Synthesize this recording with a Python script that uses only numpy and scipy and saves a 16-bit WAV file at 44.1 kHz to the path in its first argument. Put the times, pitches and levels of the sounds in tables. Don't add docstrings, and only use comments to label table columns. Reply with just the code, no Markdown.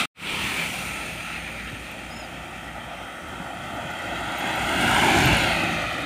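import sys
import numpy as np
from scipy import signal
from scipy.fft import rfft, irfft
from scipy.io import wavfile
from scipy.ndimage import uniform_filter1d, map_coordinates

SR = 44100
rng = np.random.default_rng(int(sys.argv[2]) if len(sys.argv) > 2 else 0)


def unload_audio(sound):
    columns = np.transpose(np.atleast_2d(sound))
    steps = np.round(np.clip(columns, -1, 1) * 32767)
    wavfile.write(sys.argv[1], SR, steps.astype(np.int16))


N = 266805

SOUND_M_PER_S = 343
TRUCK_M_PER_S, TRUCK_LANE_M, TRUCK_PASSES_S = 16, 4.8, 5.2
HISS_FIRINGS_HZ = 57
BIKE_M_PER_S, BIKE_LANE_M, BIKE_FIRINGS_HZ = 14, 5.0, 34
RASPY_M_PER_S, RASPY_LANE_M, RASPY_PASSES_S, RASPY_FIRINGS_HZ = 14, 5.0, .5, 40.7

# time in seconds, firings per second.
TRUCK_FIRINGS = [(0.3, 54.2), (3.6, 57.2), (6.05, 56.8)]
# time in seconds, level in dB.
LOW_ENGINE_TONE = [(0.3, -55), (2.0, -49.5), (2.7, -52), (3.1, -57), (3.9, -62), (4.2, -51), (4.9, -52),
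                   (5.3, -40), (5.55, -49), (6.05, -55)]

# multiple of the firing rate, dB over the level of the rumble (truck) or tone (bikes).
DIESEL_ORDERS = [(2, -19), (3, -14), (4, -17), (6, -15)]
BIKE_ORDERS = [(2, -6), (3, -10), (4, -3), (5, 0), (6, 0), (7, -1), (8, -5), (9, -7)]
RASPY_ORDERS = [(1, -12), (2, -6), (4, 0)]

# abreast at seconds, level there in dB, dB lost per doubling of
# distance, dB louder ahead than behind, air and ground loss in dB per m, level of far traffic in dB.
TRUCK_RUMBLE = (5.2, -27, 7.5, -0.1, .001, -47.5)
TRUCK_TYRES = (5.13, -22.5, 6.5, 3.5, .06, -47)
TRUCK_CLATTER = (5.02, -28.5, 9.5, 8.0, .05, -48)
TRUCK_FLANK = (5.19, -23.5, 8.0, -6.0, .1, -56)
TRUCK_HISS = (5.13, -33.5, 9.0, 0.1, .001, -61)
# abreast at seconds, level there in dB,
# dB lost per doubling, dB louder ahead than behind, loss in dB per m, level of far traffic in dB.
BIKE_TONE = (0.3, -49, 4.5, -5.0, .05, -75)
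RASPY_TONE = (.35, -51, 5.0, -5.0, .1, -75)
RASPY_RASP = (.5, -31, 1.0, -1.5, .5, -60)
RASPY_ROAD = (.47, -31, 8.0, 6.0, .2, -75)
RASPY_HISS = (.6, -40, 8.5, -1.0, .001, -58)

# frequency in Hz, relative density in dB.
RUMBLE_COLOUR = [(30, -24), (50, -8), (90, -3), (160, -8), (330, -1), (600, -9.5), (1200, -41)]
TYRE_COLOUR = [(200, -14.5), (450, -1), (620, -3), (740, -1.5), (950, -4), (1400, -4), (2200, -7),
               (4000, -48)]
CLATTER_COLOUR = [(900, -34), (1700, 6.5), (2000, -5), (2500, -5), (3250, 2.5), (3700, -6.5), (4500, -23.5),
                  (7000, -31.5)]
FLANK_COLOUR = [(900, -32), (1400, -2.5), (2000, -2.5), (2500, 1.5), (3000, -2.5), (3700, -7), (4600, -14),
                (5500, -31), (8000, -50)]
HISS_COLOUR = [(2500, -4.5), (4500, -2.5), (5500, 1), (7000, 2), (8000, -2.5), (9500, -4.5), (11000, -7),
               (15500, -11)]
RASP_COLOUR = [(200, -14), (700, -10.5), (1180, -13.5), (1320, -1), (1480, -8), (2000, -5.5), (2350, 1),
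               (2650, -1), (3000, -12.5), (3700, -13.5), (4500, -18.5), (8000, -41)]
BIKE_ROAD_COLOUR = [(60, -10), (200, -9.5), (500, -5.5), (900, -5), (1200, -5.5), (2000, -2), (2700, 0),
                    (3500, -4.5), (4300, -6.5), (5000, -24), (8000, -46)]
BIKE_HISS_COLOUR = [(2500, -29), (4500, -8.5), (5300, -3), (6200, 3.5), (7800, -2), (9000, 1.5),
                    (11000, -6), (15500, -6)]

BIRD_TOP_S, BIRD_TOP_HZ = 2.165, 1735
BIRD_RISE_HZ_PER_S2, BIRD_FALL_HZ_PER_S2 = 30000, 16000
# start in seconds, length in seconds, third partial in dB, fourth partial in dB.
BIRD_NOTES = [(2.1, .04, -53, -58), (2.135, .055, -50, -50), (2.187, .038, -50, -53),
              (2.222, .042, -53, -62)]
# start in seconds, peak in dB, centre in Hz.
TICKS = [(1.915, -35.5, 13000), (3.2845, -43.5, 14200), (3.7485, -46.5, 13100), (3.761, -49.5, 13500),
         (3.9156, -39.5, 14700), (4.075, -42.5, 14800), (4.385, -27.5, 13700), (4.398, -31, 11200),
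         (4.5596, -30.5, 13000), (4.7782, -40.5, 13300), (5.258, -19.5, 12500), (5.37, -23.5, 9700)]
# start in seconds, peak in dB, pitch in Hz.
THUMPS = [(1.727, -29.5, 120), (3.399, -28.5, 175), (3.847, -30.5, 146), (5.259, -16, 128)]

BODY_LEAD_TURNS, BODY_DULL_HZ, BODY_BRIGHT_HZ = .22, 1920, 4000
# lag in ms far ahead, lag in ms far past, ms shorter abreast,
# strength in dB at no distance, loss in dB per m, treble share far off, treble share abreast.
BODY_TRUCK = (1.65, 1.77, .27, -2.0, .03, .95, .06)
BODY_BIKES = (.9, 1.75, .1, -10, .01, .2, .21)
# time in seconds, lag in ms, strength in dB.
HAND = [(0.3, .39, -9), (1.5, .46, -20), (3.0, .37, -15), (4.4, .46, -16), (5.2, .43, -12.5),
        (6.05, .5, -20)]

# centre in Hz, width in Hz, boost in dB.
MIC_PEAKS = [(8950, 970, 5.5)]
MIC_LOW_HZ, TOP_CUT_HZ = 47.3, 15480
OPENING_DB, OPENING_DB_PER_S, OPENING_BASS_CUT_HZ = 13, -165, 350
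CUT_S, CUT_DB, CUT_DB_PER_S = .057, -27, -1800
RETURN_S, FADE_IN_S = .142, .105


def truck():
    firing = in_time(TRUCK_FIRINGS)[0] * doppler(TRUCK_PASSES_S, TRUCK_M_PER_S, TRUCK_LANE_M)
    turns = np.cumsum(firing) / SR
    rumble_db, tyre_db, clatter_db, flank_db, hiss_db = (
        part_db(part, TRUCK_M_PER_S, TRUCK_LANE_M)
        for part in (TRUCK_RUMBLE, TRUCK_TYRES, TRUCK_CLATTER, TRUCK_FLANK, TRUCK_HISS))

    low_tone_db = in_time(LOW_ENGINE_TONE)[0]
    tones = from_db(low_tone_db) * orders(turns, [(1, 0)], waver_db=3.0)
    tones += from_db(rumble_db) * orders(turns, DIESEL_ORDERS, waver_db=3.0)
    rumble = coloured(fired_noise(turns, depth=.17, spread_db=3.5, gust_db=1.2), RUMBLE_COLOUR)
    roar = coloured(from_db(0.8 * drift(24)) * rng.standard_normal(N), TYRE_COLOUR)
    clatter = coloured(fired_noise(turns, depth=0.1, spread_db=3.0, gust_db=0.83), CLATTER_COLOUR)
    flank = coloured(from_db(0.4 * drift(18)) * rng.standard_normal(N), FLANK_COLOUR)

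    steady_turns = np.arange(N) * HISS_FIRINGS_HZ / SR
    hiss = coloured(fired_noise(steady_turns, depth=0.11, spread_db=5.5, gust_db=0.5), HISS_COLOUR)
    hiss = read_at(hiss, turns / HISS_FIRINGS_HZ * SR)
    top = hiss - signal.sosfiltfilt(signal.butter(2, 10500, fs=SR, output="sos"), hiss)
    hiss = hiss - top * np.clip((-41 - hiss_db) / 28, 0, 1)

    return (tones + from_db(rumble_db) * rumble + from_db(tyre_db) * roar
            + from_db(clatter_db) * clatter + from_db(flank_db) * flank + from_db(hiss_db) * hiss)


def bikes():
    firing = BIKE_FIRINGS_HZ * doppler(BIKE_TONE[0], BIKE_M_PER_S, BIKE_LANE_M)
    hum_db = part_db(BIKE_TONE, BIKE_M_PER_S, BIKE_LANE_M)
    hum = from_db(hum_db) * orders(np.cumsum(firing) / SR, BIKE_ORDERS, waver_db=1.8)

    tone_db, rasp_db, road_db, hiss_db = (
        part_db(part, RASPY_M_PER_S, RASPY_LANE_M)
        for part in (RASPY_TONE, RASPY_RASP, RASPY_ROAD, RASPY_HISS))
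    turns = np.arange(N) * RASPY_FIRINGS_HZ / SR
    tones = orders(turns, RASPY_ORDERS, waver_db=4.0)
    rasp = coloured(fired_noise(turns, depth=0.12, spread_db=0.0, gust_db=1.7), RASP_COLOUR)
    road = coloured(fired_noise(turns, depth=0.06, spread_db=4.5, gust_db=1.0), BIKE_ROAD_COLOUR)
    hiss = coloured(fired_noise(turns, depth=.08, spread_db=3.0, gust_db=.4), BIKE_HISS_COLOUR)
    return (hum + from_db(tone_db) * tones + from_db(rasp_db) * rasp
            + from_db(road_db) * road + from_db(hiss_db) * hiss)


def orders(turns, table, waver_db):
    uneven = turns + .018 * drift(7)
    total = 0
    for multiple, db in table:
        level = np.sqrt(2) * from_db(db + waver_db * drift(4.7))
        total = total + level * np.sin(2 * np.pi * (multiple * uneven + rng.random()))
    return total


def fired_noise(turns, depth, spread_db, gust_db):
    each_firing = from_db(spread_db * rng.standard_normal(int(turns[-1]) + 1))
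    strength = each_firing[turns.astype(int)]
    burst = 1 - depth + depth * 3 * strength * np.exp(-3.5 * (turns % 1))
    return burst * from_db(gust_db * drift(9.1)) * rng.standard_normal(N)


def passing(abreast_s, m_per_s, lane_m):
    along = m_per_s * (abreast_s - np.arange(N) / SR)
    distance = np.hypot(along, lane_m)
    return distance, along / distance


def part_db(part, m_per_s, lane_m):
    abreast_s, level_db, doubling_db, ahead_db, loss_db, far_db = part
    distance, heading = passing(abreast_s, m_per_s, lane_m)
    own_db = level_db - doubling_db * np.log2(distance / lane_m)
    own_db = own_db + ahead_db * heading / 2 - loss_db * (distance - lane_m)
    return 20 * np.log10(np.hypot(from_db(own_db), from_db(far_db)))


def doppler(abreast_s, m_per_s, lane_m):
    heading = passing(abreast_s, m_per_s, lane_m)[1]
    return 1 / (1 - heading * m_per_s / SOUND_M_PER_S)


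def body_rule(rule, abreast_s, m_per_s, lane_m):
    ahead_ms, past_ms, abreast_ms, strength_db, loss_db, far_share, near_share = rule
    distance, heading = passing(abreast_s, m_per_s, lane_m)
    near = (lane_m / distance) ** 1.5
    lag_ms = past_ms + (ahead_ms - past_ms) * (1 + heading) / 2 - abreast_ms * near
    share = far_share + (near_share - far_share) * near
    return lag_ms, strength_db - loss_db * distance, share


def body_echo(x, lag_ms, strength_db, share):
    hz = np.arange(N // 2 + 1) * SR / N
    turned = rfft(x) * np.exp(2j * np.pi * BODY_LEAD_TURNS)
    dull = irfft(turned / (1 + (hz / BODY_DULL_HZ) ** 4), N)
    bright = irfft(turned / (1 + (hz / BODY_BRIGHT_HZ) ** 4), N)
    echo = dull + np.clip(share, 0, 1) * (bright - dull)
    return x + from_db(strength_db) * read_at(echo, np.arange(N) - lag_ms * SR / 1000)


def hand_echo(x):
    lag_ms, strength_db = in_time(HAND)
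    treble = signal.sosfilt(signal.butter(1, 3000, "high", fs=SR, output="sos"), x)
    return x + from_db(strength_db) * read_at(treble, np.arange(N) - lag_ms * SR / 1000)


def turbulence(x, depth_db, span_s, span_hz):
    hz, s, parts = signal.stft(x, SR, nperseg=512)
    field = rng.standard_normal(parts.shape)
    for axis, width in ((0, span_hz / hz[1]), (1, span_s / (s[1] - s[0]))):
        for _ in range(2):
            field = uniform_filter1d(field, max(round(width), 1), axis=axis)
    return signal.istft(parts * from_db(depth_db * rms_one(field)), SR, nperseg=512)[1][:N]


def bird():
    t = np.arange(N) / SR
    bend = np.where(t < BIRD_TOP_S, BIRD_RISE_HZ_PER_S2, BIRD_FALL_HZ_PER_S2) * (t - BIRD_TOP_S) ** 2
    turns = np.cumsum(np.maximum(BIRD_TOP_HZ - bend, 0)) / SR
    third, fourth = (np.sqrt(2) * from_db(3.5 * drift(45)) * np.sin(2 * np.pi * k * turns) for k in (3, 4))
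    out = np.zeros(N)
    for s, length, third_db, fourth_db in BIRD_NOTES:
        swell = np.sin(np.pi * np.clip((t - s) / length, 0, 1)) ** .7
        out += swell * (from_db(third_db) * third + from_db(fourth_db) * fourth)
    return out


def small_hits():
    out, t = np.zeros(N + 4000), np.arange(4000) / SR
    for s, db, hz in TICKS:
        puff = rng.standard_normal(len(t)) * np.exp(-t / .0012)
        band = signal.butter(2, [hz / 1.08, hz * 1.12], "band", fs=SR, output="sos")
        puff = signal.sosfilt(band, puff)
        out[round(s * SR):][:len(t)] += from_db(db) * puff / np.abs(puff).max()
    for s, db, hz in THUMPS:
        rise = t / 0.006
        ring = rise * np.exp(1 - rise) * np.sin(2 * np.pi * hz * t)
        out[round(s * SR):][:len(t)] += from_db(db) * ring
    return out[:N]


def dropout(x):
    t = np.arange(N) / SR
    start_db = OPENING_DB + OPENING_DB_PER_S * t
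    start_db = start_db + (t > CUT_S) * (CUT_DB + CUT_DB_PER_S * (t - CUT_S))
    thin = signal.sosfilt(signal.butter(1, OPENING_BASS_CUT_HZ, "high", fs=SR, output="sos"), x)
    fade_in = 1 - np.exp(-(np.maximum(t - RETURN_S, 0) / FADE_IN_S) ** 2)
    return from_db(start_db) * thin + fade_in * x


def from_db(db):
    return 10 ** (np.asarray(db) / 20)


def rms_one(x):
    return x / np.sqrt(np.mean(x ** 2) + 1e-20)


def in_time(rows):
    s, *columns = np.transpose(rows)
    return [np.interp(np.arange(N) / SR, s, c) for c in columns]


def drift(rate_hz):
    r = np.exp(-2 * np.pi * rate_hz * 40 / SR)
    noise = rng.standard_normal(N // 40 + 2002)
    slow = signal.lfilter([1], [1, -2 * r, r * r], noise)[2000:]
    return np.interp(np.arange(N) / 40, np.arange(len(slow)), rms_one(slow))


def coloured(x, spectrum):
    hz, db = np.transpose(spectrum)
    bins = np.arange(1, N // 2 + 2) * SR / N
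    gain = from_db(np.interp(np.log(bins), np.log(hz), db))
    return rms_one(irfft(rfft(x) * gain, N))


def read_at(x, samples):
    return map_coordinates(x, [samples], order=3, mode="wrap")


def scene():
    truck_lags = body_rule(BODY_TRUCK, TRUCK_PASSES_S, TRUCK_M_PER_S, TRUCK_LANE_M)
    bike_lags = body_rule(BODY_BIKES, RASPY_PASSES_S, RASPY_M_PER_S, RASPY_LANE_M)
    traffic = body_echo(truck(), *truck_lags) + body_echo(bikes(), *bike_lags)
    traffic = turbulence(hand_echo(traffic), depth_db=1.4, span_s=.12, span_hz=200)
    return (traffic + bird() + small_hits())[None]


def record(dry):
    for hz, width, db in MIC_PEAKS:
        dry = dry + (from_db(db) - 1) * signal.lfilter(*signal.iirpeak(hz, hz / width, SR), dry)
    dry = signal.sosfilt(signal.butter(3, MIC_LOW_HZ, "high", fs=SR, output="sos"), dry)
    dry = dropout(dry)
    return signal.sosfilt(signal.ellip(12, .5, 70, TOP_CUT_HZ, fs=SR, output="sos"), dry)


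dry = scene()
out = record(dry)
unload_audio(out)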